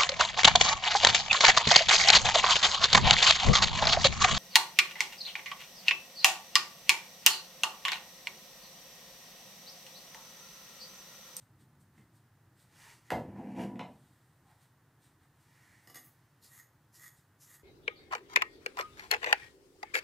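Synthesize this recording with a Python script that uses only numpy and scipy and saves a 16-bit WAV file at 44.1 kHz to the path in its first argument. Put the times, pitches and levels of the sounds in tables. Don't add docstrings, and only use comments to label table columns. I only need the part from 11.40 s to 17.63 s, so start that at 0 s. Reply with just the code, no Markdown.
import sys
import numpy as np
from scipy import signal
from scipy.fft import rfft, irfft, next_fast_len
from scipy.io import wavfile
from scipy.ndimage import uniform_filter1d

SR = 44100
rng = np.random.default_rng(int(sys.argv[2]) if len(sys.argv) > 2 else 0)


def store_pcm(level_fs):
    pcm = np.round(np.clip(level_fs, -1, 1) * 32767).astype(np.int16)
    wavfile.write(sys.argv[1], SR, np.atleast_2d(pcm).T)


N = 274743
TIME = np.arange(N) / SR

# frequency_hz, level_db
RUMBLE_SPECTRUM = [(25, -37), (45, -10.5), (62, -16.5), (85, -4), (105, 1.5), (140, 2), (180, -8),
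                   (240, -12.5), (320, -11), (420, -25.5), (700, -56)]
RUMBLE_DB, RUMBLE_EXTRA_DB, RUMBLE_SETTLE_S = -69, 5.5, 1.75
# frequency_hz, level_db
AIR_SPECTRUM = [(150, -4), (300, 3.5), (420, 2.5), (560, 0), (900, 3.5), (1250, 1.5), (1850, 0), (2300, -9),
                (3400, -12), (6000, -15.5), (8400, -19), (11000, -23.5), (15500, -12.5)]
# frequency_hz, level_db
PORT_HISS_SPECTRUM = [(100, -2.5), (500, -1), (3000, -1.5), (6000, -0.5), (10000, 3), (15000, -1)]
# centre_hz, width_hz, share_leaning_left (ratio)
PORT_LEAN_BANDS = [(1860, 500, -0.43), (9700, 500, 0.49)]
CUTOFF_HZ = 15550

# frequency_hz, t60_s
ROOM_DECAY = [(100, 0.97), (260, 0.44), (700, 0.38), (1840, 0.26), (4850, 0.3), (12800, 0.32)]
# delay_s, gain (ratio)
WALL_ECHOES = [(.0021, 0.3), (.0095, 0.43), (0.0151, .45)]

# peak_s, level_db, rise_s, low_cut_hz
COAT_TOUCHES = [(0.01, -71, 0.038, 3260), (0.215, -71, 0.026, 2700), (0.415, -73, 0.022, 6000),
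                (0.593, -70.5, 0.049, 1250), (0.765, -71.5, 0.027, 4120), (1.215, -68, 0.047, 3240),
                (2.68, -76, 0.34, 2850), (3.11, -71, 0.047, 1170), (3.23, -71, 0.035, 3100),
                (3.655, -69.5, 0.042, 2970), (3.835, -73.5, 0.034, 980), (4.03, -75, 0.036, 4930),
                (4.455, -73, 0.037, 11000), (5.783, -69.5, 0.032, 4070)]
TOUCH_FADE_RATIO = 0.93
# frequency_hz, level_db
COAT_SPECTRUM = [(900, 11.5), (1900, 11.5), (2600, 0.5), (3700, 3), (5500, -4.5), (7000, -2.5), (8500, 3.5),
                 (10000, -6), (12000, -3.5), (15500, -12)]
# peak_s, level_db, rise_s, fade_s
BODY_SHIFTS = [(0.23, -66.5, 0.065, 0.039), (0.601, -62, 0.033, 0.027), (1.13, -88, 0.045, 0.023)]
SCUFF_S = 3.10

# start_s, peak_db, contact_brightness_hz, rim_crack_peak_db
CANISTER_KNOCKS = [(0.579, -52, 2640, -69), (1.7040, -21.5, 2000, -25), (1.7183, -16, 605, -36.5),
                   (1.7360, -29, 560, -61), (1.959, -44, 1200, -72), (2.163, -41.5, 249, -47),
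                   (2.1935, -39, 1480, -38.5), (2.253, -56, 223, -66), (2.357, -48, 2800, -51.5),
                   (2.3932, -28.5, 2180, -35.5), (2.408, -31.5, 745, -55), (2.488, -49.5, 700, -71)]
# frequency_hz, width_hz, level_db
CANISTER_MODES = [(76.4, 40, 5), (121.4, 20, 10), (185.5, 47, 5), (221.2, 24, 7.5), (234.7, 34.6, 8),
                  (350.5, 2.8, 4), (457, 5.9, 0.5), (504, 55, 2), (592, 42, 1), (689, 74, 6), (783, 124, 5),
                  (920, 29, 3), (979.6, 15.5, 7), (1460, 260, -12), (1692, 69, -2.5), (2084, 94, -3),
                  (2554, 58, -9), (2680, 150, -15), (3940, 630, -24), (7000, 3700, -19),
                  (12400, 1900, -15.5)]
# frequency_hz, width_hz, level_db
RIM_MODES = [(2425, 380, 5), (3980, 500, -1), (6280, 4300, -12), (8760, 690, -8), (11400, 2400, -15.5)]
KNOCK_LOW_SHARE = 0.96
CRACK_LIGHT_HZ, CRACK_HARD_HZ = 3160, 14800
HARD_BLOW_DB, CRACK_STEEPNESS = -23, 3.3
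THUD_S = 1.7185

# start_s, end_s, cloth_rub_db, sleeve_rasp_db, rise_s, fade_s
ARM_MOVES = [(1.438, 1.513, -58, -70, 0.1, 0.055), (1.675, 1.7, -68.5, -71, 0.031, 0.055),
             (4.24, 4.34, -68.5, -70.5, 0.23, 0.37)]
# frequency_hz, level_db
CLOTH_SPECTRUM = [(450, -16), (650, -11), (850, -4.5), (1300, -7.5), (2100, -5), (2900, -9), (5500, -12.5),
                  (8500, -12.5), (11000, -18), (15500, -23)]
SLEEVE_SHARE = 0.47

# start_s, end_s, rumble_db, grit_db
CANISTER_PUSHES = [(1.87, 1.908, -46.5, -63), (1.98, 2.125, -43, -59.5), (2.198, 2.235, -36, -49),
                   (2.29, 2.402, -43.5, -78)]
PUSH_RISE_S, RUMBLE_FADE_S, GRIT_FADE_S = 0.045, 0.021, 0.017
# frequency_hz, level_db
GRIT_SPECTRUM = [(400, -16), (750, 17), (1000, 4.5), (1250, -30), (1600, 3), (2100, 1.5), (2950, 1.5),
                 (3500, -9.5), (6000, -9), (9000, -13.5), (12000, -16), (15500, -26)]

# start_s, pin_clack_peak_db, handle_bump_peak_db
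BRUSH_JOLTS = [(4.4734, -46.5, -44), (4.499, -47, -43.5), (4.544, -38, -52), (4.5567, -37, -39.5),
               (4.566, -40, -62)]
# frequency_hz, width_hz, level_db
PIN_MODES = [(1223, 84, 3.5), (1693, 81, 4.5), (1894, 65, 10.5), (2052, 126, 5), (3170, 46, -23),
             (3390, 70, -6.5), (5100, 1200, -10.5), (6460, 120, 3), (6980, 130, -3.5), (6800, 420, -14),
             (8130, 1900, -9), (8930, 270, -1.5), (9840, 390, -5), (11500, 120, -3), (11860, 600, -3),
             (12080, 250, 8.5), (12500, 1200, -11)]
# frequency_hz, width_hz, level_db
HANDLE_MODES = [(254, 50, 9), (360, 34, 5), (467, 34, 1), (720, 104, 4), (1180, 22, 11.5), (1818, 3.9, 9),
                (2900, 63, 1.5), (5080, 240, 3.5)]
FLICK_S = 4.6352

# landing_s, release_s, hair_hiss_db, pin_twang_db, snag_peak_db, landing_rasp_db, rasp_hz
BRUSH_STROKES = [(5.048, 5.196, -62.5, -60.5, -46, -65, 4500),
                 (5.56, 5.6583, -62.5, -55.5, -43.5, -66.5, 5250),
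                 (6.028, 6.159, -61.5, -62.5, -60, -66.5, 5440)]
# frequency_hz, level_db
HAIR_SPECTRUM = [(1200, -12), (3000, -7), (4200, -6.5), (5200, -12), (7000, 2.5), (9000, -2), (11000, 0.5),
                 (13500, -1.5), (15500, -18)]
STROKE_RISE_S, HISS_FADE_S, TWANG_FADE_S = 0.024, 0.016, 0.042
SINK_SHARE, SHALLOW_HISS_DB, SHALLOW_TWANG_DB = 0.58, -10.5, -15
BITE_HISS_DB, BITE_FADE_S, BITE_WIDTH_HZ = 1, 0.031, 2400


def from_db(db):
    return 10 ** (np.asarray(db) / 20)


def rms_one(x):
    return x / np.sqrt(np.mean(x ** 2) + 1e-20)


def evened(x, window_s):
    power = uniform_filter1d(x * x, max(int(window_s * SR), 2))
    return x / np.sqrt(np.abs(power) + 1e-12)


def at_hz(points, hz):
    table = np.array(points)
    return np.interp(np.log(np.maximum(hz, 1)), np.log(table[:, 0]), table[:, 1])


def coloured(x, spectrum):
    size = next_fast_len(N + SR // 10)
    hz = np.arange(size // 2 + 1) * SR / size
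    return irfft(rfft(x, size) * from_db(at_hz(spectrum, hz)), size)[..., :N]


def cut(x, hz, kind, order=2):
    sections = signal.butter(order, np.clip(hz, 10, .45 * SR), kind, fs=SR, output="sos")
    return signal.sosfilt(sections, x + 1e-18)


def resonate(x, hz, width_hz):
    r = np.exp(-np.pi * width_hz / SR)
    zeros = np.array([1, 0, -1]) * (1 - r * r) / 2
    poles = [1, -2 * r * np.cos(2 * np.pi * hz / SR), r * r]
    return signal.lfilter(zeros, poles, x + 1e-18)


def ring_of(modes):
    click = signal.unit_impulse(SR // 2)
    return sum((-1) ** k * from_db(db) * resonate(click, hz, width_hz)
               for k, (hz, width_hz, db) in enumerate(modes))


def through(x, response):
    return signal.fftconvolve(x, response)[:N]


def add(out, s, peak_db, sound):
    at = int(np.clip(round(s * SR), 0, N - 1))
    out[at:at + len(sound)] += (from_db(peak_db) * sound / np.abs(sound).max())[:N - at]


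def grains(per_s, spread_db):
    sizes = from_db(spread_db * np.minimum(rng.exponential(1, N), 4)) * rng.choice([-1, 1], N)
    return sizes * (rng.random(N) < per_s / SR)


def rattle(fade_s, share):
    t = TIME[:SR // 40]
    burst = rng.standard_normal(len(t)) * np.exp(-t / fade_s)
    return signal.unit_impulse(len(t)) + share * cut(burst / np.linalg.norm(burst), 1390, "high")


def held(start_s, end_s, rise_s, fade_s):
    before = np.minimum(TIME - start_s, 0) / rise_s
    after = np.maximum(TIME - end_s, 0) / fade_s
    return np.exp(-before ** 2 - np.minimum(after, 20))


def swell(s, rise_s, fade_s):
    return held(s, s, rise_s, fade_s)


def flutter(depth_db, rate_hz):
    return from_db(depth_db * rms_one(cut(rng.standard_normal(N), rate_hz, "low")))


def room(x, wet_db, build_s=0.011):
    t = TIME[:SR * 3 // 4]
    white, hz = rfft(rng.standard_normal(len(t))), np.fft.rfftfreq(len(t), 1 / SR)
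    edges = np.geomspace(20, SR / 2, 11)
    tail = np.zeros(len(t))
    for low_hz, high_hz in zip(edges, edges[1:]):
        band = irfft(white * (hz >= low_hz) * (hz < high_hz), len(t))
        t60_s = at_hz(ROOM_DECAY, np.sqrt(low_hz * high_hz))
        tail += band * np.exp(-np.log(1000) * t / t60_s)
    tail *= 1 - np.exp(-(t / build_s) ** 2)
    response = from_db(wet_db) * tail / np.linalg.norm(tail)
    response[0] += 1
    for s, gain in WALL_ECHOES:
        response[max(round(s * SR), 1)] += gain
    return through(x, response / np.linalg.norm(response))


def background():
    rumble = evened(coloured(rng.standard_normal(N), RUMBLE_SPECTRUM), window_s=0.099)
    air = rms_one(cut(coloured(rng.standard_normal(N), AIR_SPECTRUM), 250, "high", order=4))
    level = from_db(RUMBLE_DB + RUMBLE_EXTRA_DB * np.exp(-TIME / RUMBLE_SETTLE_S))
    return level * rumble * flutter(depth_db=1.1, rate_hz=12) + from_db(-73.0) * air


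def touches():
    fur = coloured(grains(per_s=5700, spread_db=-0.5), COAT_SPECTRUM)
    swishes = np.zeros(N)
    for s, db, rise_s, low_hz in COAT_TOUCHES:
        swish = rms_one(cut(fur, low_hz, "high"))
        swishes += from_db(db) * swell(s, rise_s, TOUCH_FADE_RATIO * rise_s) * swish
    hollow = resonate(resonate(rng.standard_normal(N), hz=775, width_hz=120), hz=820, width_hz=240)
    scuff = from_db(-65.5) * swell(SCUFF_S, rise_s=.04, fade_s=.045) * evened(hollow, window_s=0.045)
    dull = evened(cut(resonate(rng.standard_normal(N), hz=237, width_hz=44), 300, "low"), window_s=0.03)
    thuds = dull * sum(from_db(db) * swell(s, rise_s, fade_s) for s, db, rise_s, fade_s in BODY_SHIFTS)
    return room(swishes + scuff + thuds, wet_db=-6.5)


def canister_blows():
    ring = cut(ring_of(CANISTER_MODES), 71, "high", order=4)
    rim, out = ring_of(RIM_MODES), np.zeros(N)
    for s, peak_db, bright_hz, crack_db in CANISTER_KNOCKS:
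        blow = cut(through(rattle(fade_s=0.0017, share=1.0), ring), bright_hz, "low")
        add(out, s, peak_db, cut(blow, KNOCK_LOW_SHARE * bright_hz, "high", order=1))
        force = from_db(CRACK_STEEPNESS * min(peak_db - HARD_BLOW_DB, 0))
        top_hz = CRACK_LIGHT_HZ + force * (CRACK_HARD_HZ - CRACK_LIGHT_HZ)
        crack = through(rattle(fade_s=0.0038, share=3.7), rim)
        add(out, s, crack_db, cut(crack, top_hz, "low", order=5))
    thud = resonate(ring_of([(75.6, 18, 0)]), hz=72, width_hz=47)
    add(out, THUD_S, peak_db=-47.0, sound=thud)
    return room(out, wet_db=0.5)


def clothes():
    threads = grains(per_s=7600, spread_db=1.5)
    rub = rms_one(coloured(threads, CLOTH_SPECTRUM))
    rasp = rms_one(resonate(resonate(threads, hz=1850, width_hz=650), hz=1830, width_hz=760))
    out = np.zeros(N)
    for start_s, end_s, rub_db, rasp_db, rise_s, fade_s in ARM_MOVES:
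        out += from_db(rub_db) * rub * held(start_s, end_s, rise_s, fade_s)
        sleeve = held(start_s, end_s, SLEEVE_SHARE * rise_s, SLEEVE_SHARE * fade_s)
        out += from_db(rasp_db) * rasp * sleeve
    return room(out, wet_db=-2.5)


def canister_drag():
    slide, push = np.zeros(N), np.zeros(N)
    for start_s, end_s, rumble_db, grit_db in CANISTER_PUSHES:
        slide += from_db(rumble_db) * held(start_s, end_s, PUSH_RISE_S, RUMBLE_FADE_S)
        push += from_db(grit_db) * held(start_s, end_s, PUSH_RISE_S, GRIT_FADE_S)
    slips = resonate(grains(per_s=420, spread_db=2.5), hz=224.7, width_hz=64)
    slips = cut(slips, 150, "high", order=4)
    rumble = evened(through(slips, ring_of(CANISTER_MODES)), window_s=0.071) * slide
    grit = evened(coloured(grains(per_s=1800, spread_db=0.5), GRIT_SPECTRUM), window_s=0.056)
    dull_grit = coloured(grit, [(2300, -0.5), (4500, -47)])
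    hardness = (push / push.max()) ** 0.73
    rasp = (hardness * grit + (1 - hardness) * dull_grit) * push
    return room(rumble + rasp, wet_db=-2.5)


def brush_knocks():
    pins, handle = ring_of(PIN_MODES), ring_of(HANDLE_MODES)
    out, flick = np.zeros(N), np.zeros(N)
    clacks = [(s, clack_db) for s, clack_db, _ in BRUSH_JOLTS]
    snags = [(release_s, snag_db) for _, release_s, _, _, snag_db, _, _ in BRUSH_STROKES]
    for s, peak_db in clacks + snags:
        add(out, s, peak_db, through(rattle(fade_s=0.0071, share=9.5), pins))
    for s, _, bump_db in BRUSH_JOLTS:
        add(out, s, bump_db, handle)
    ping = resonate(rattle(fade_s=0.017, share=3.0), hz=14500, width_hz=6200)
    add(flick, FLICK_S, peak_db=-41.5, sound=ping)
    return room(out, wet_db=-1.0) + room(flick, wet_db=18.0, build_s=0.0049)


def brush():
    friction = grains(per_s=5500, spread_db=2.5)
    hiss = evened(coloured(friction, HAIR_SPECTRUM), window_s=0.048)
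    twang = evened(through(grains(per_s=840, spread_db=5.0), ring_of(PIN_MODES)), window_s=0.064)
    raking = np.zeros(N)
    for land_s, release_s, hiss_db, twang_db, _, bite_db, bite_hz in BRUSH_STROKES:
        shallow = 1 - np.clip((TIME - land_s) / (SINK_SHARE * (release_s - land_s)), 0, 1) ** 2
        hiss_gain = from_db(hiss_db + SHALLOW_HISS_DB * shallow)
        raking += hiss * hiss_gain * held(land_s, release_s, STROKE_RISE_S, HISS_FADE_S)
        twang_gain = from_db(twang_db + SHALLOW_TWANG_DB * shallow)
        raking += twang * twang_gain * held(land_s, release_s, STROKE_RISE_S, TWANG_FADE_S)
        rasp = rms_one(resonate(resonate(friction, bite_hz, BITE_WIDTH_HZ), bite_hz, BITE_WIDTH_HZ))
        bite = from_db(bite_db) * rasp + from_db(hiss_db + BITE_HISS_DB) * hiss
        raking += bite * swell(land_s, STROKE_RISE_S, BITE_FADE_S)
    return room(raking, wet_db=-15.0)


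def scene():
    mix = canister_blows() + canister_drag() + brush() + brush_knocks() + clothes() + touches() + background()
    side = sum(share * resonate(resonate(mix, hz, width_hz), hz, width_hz)
               for hz, width_hz, share in PORT_LEAN_BANDS)
    hiss = from_db(-80.0) * rms_one(coloured(rng.standard_normal((2, N)), PORT_HISS_SPECTRUM))
    return np.array([mix + side, mix - side]) + hiss


def record(dry):
    return signal.sosfilt(signal.ellip(12, .1, 70, CUTOFF_HZ, fs=SR, output="sos"), dry)


dry = scene()
out = record(dry)
store_pcm(out)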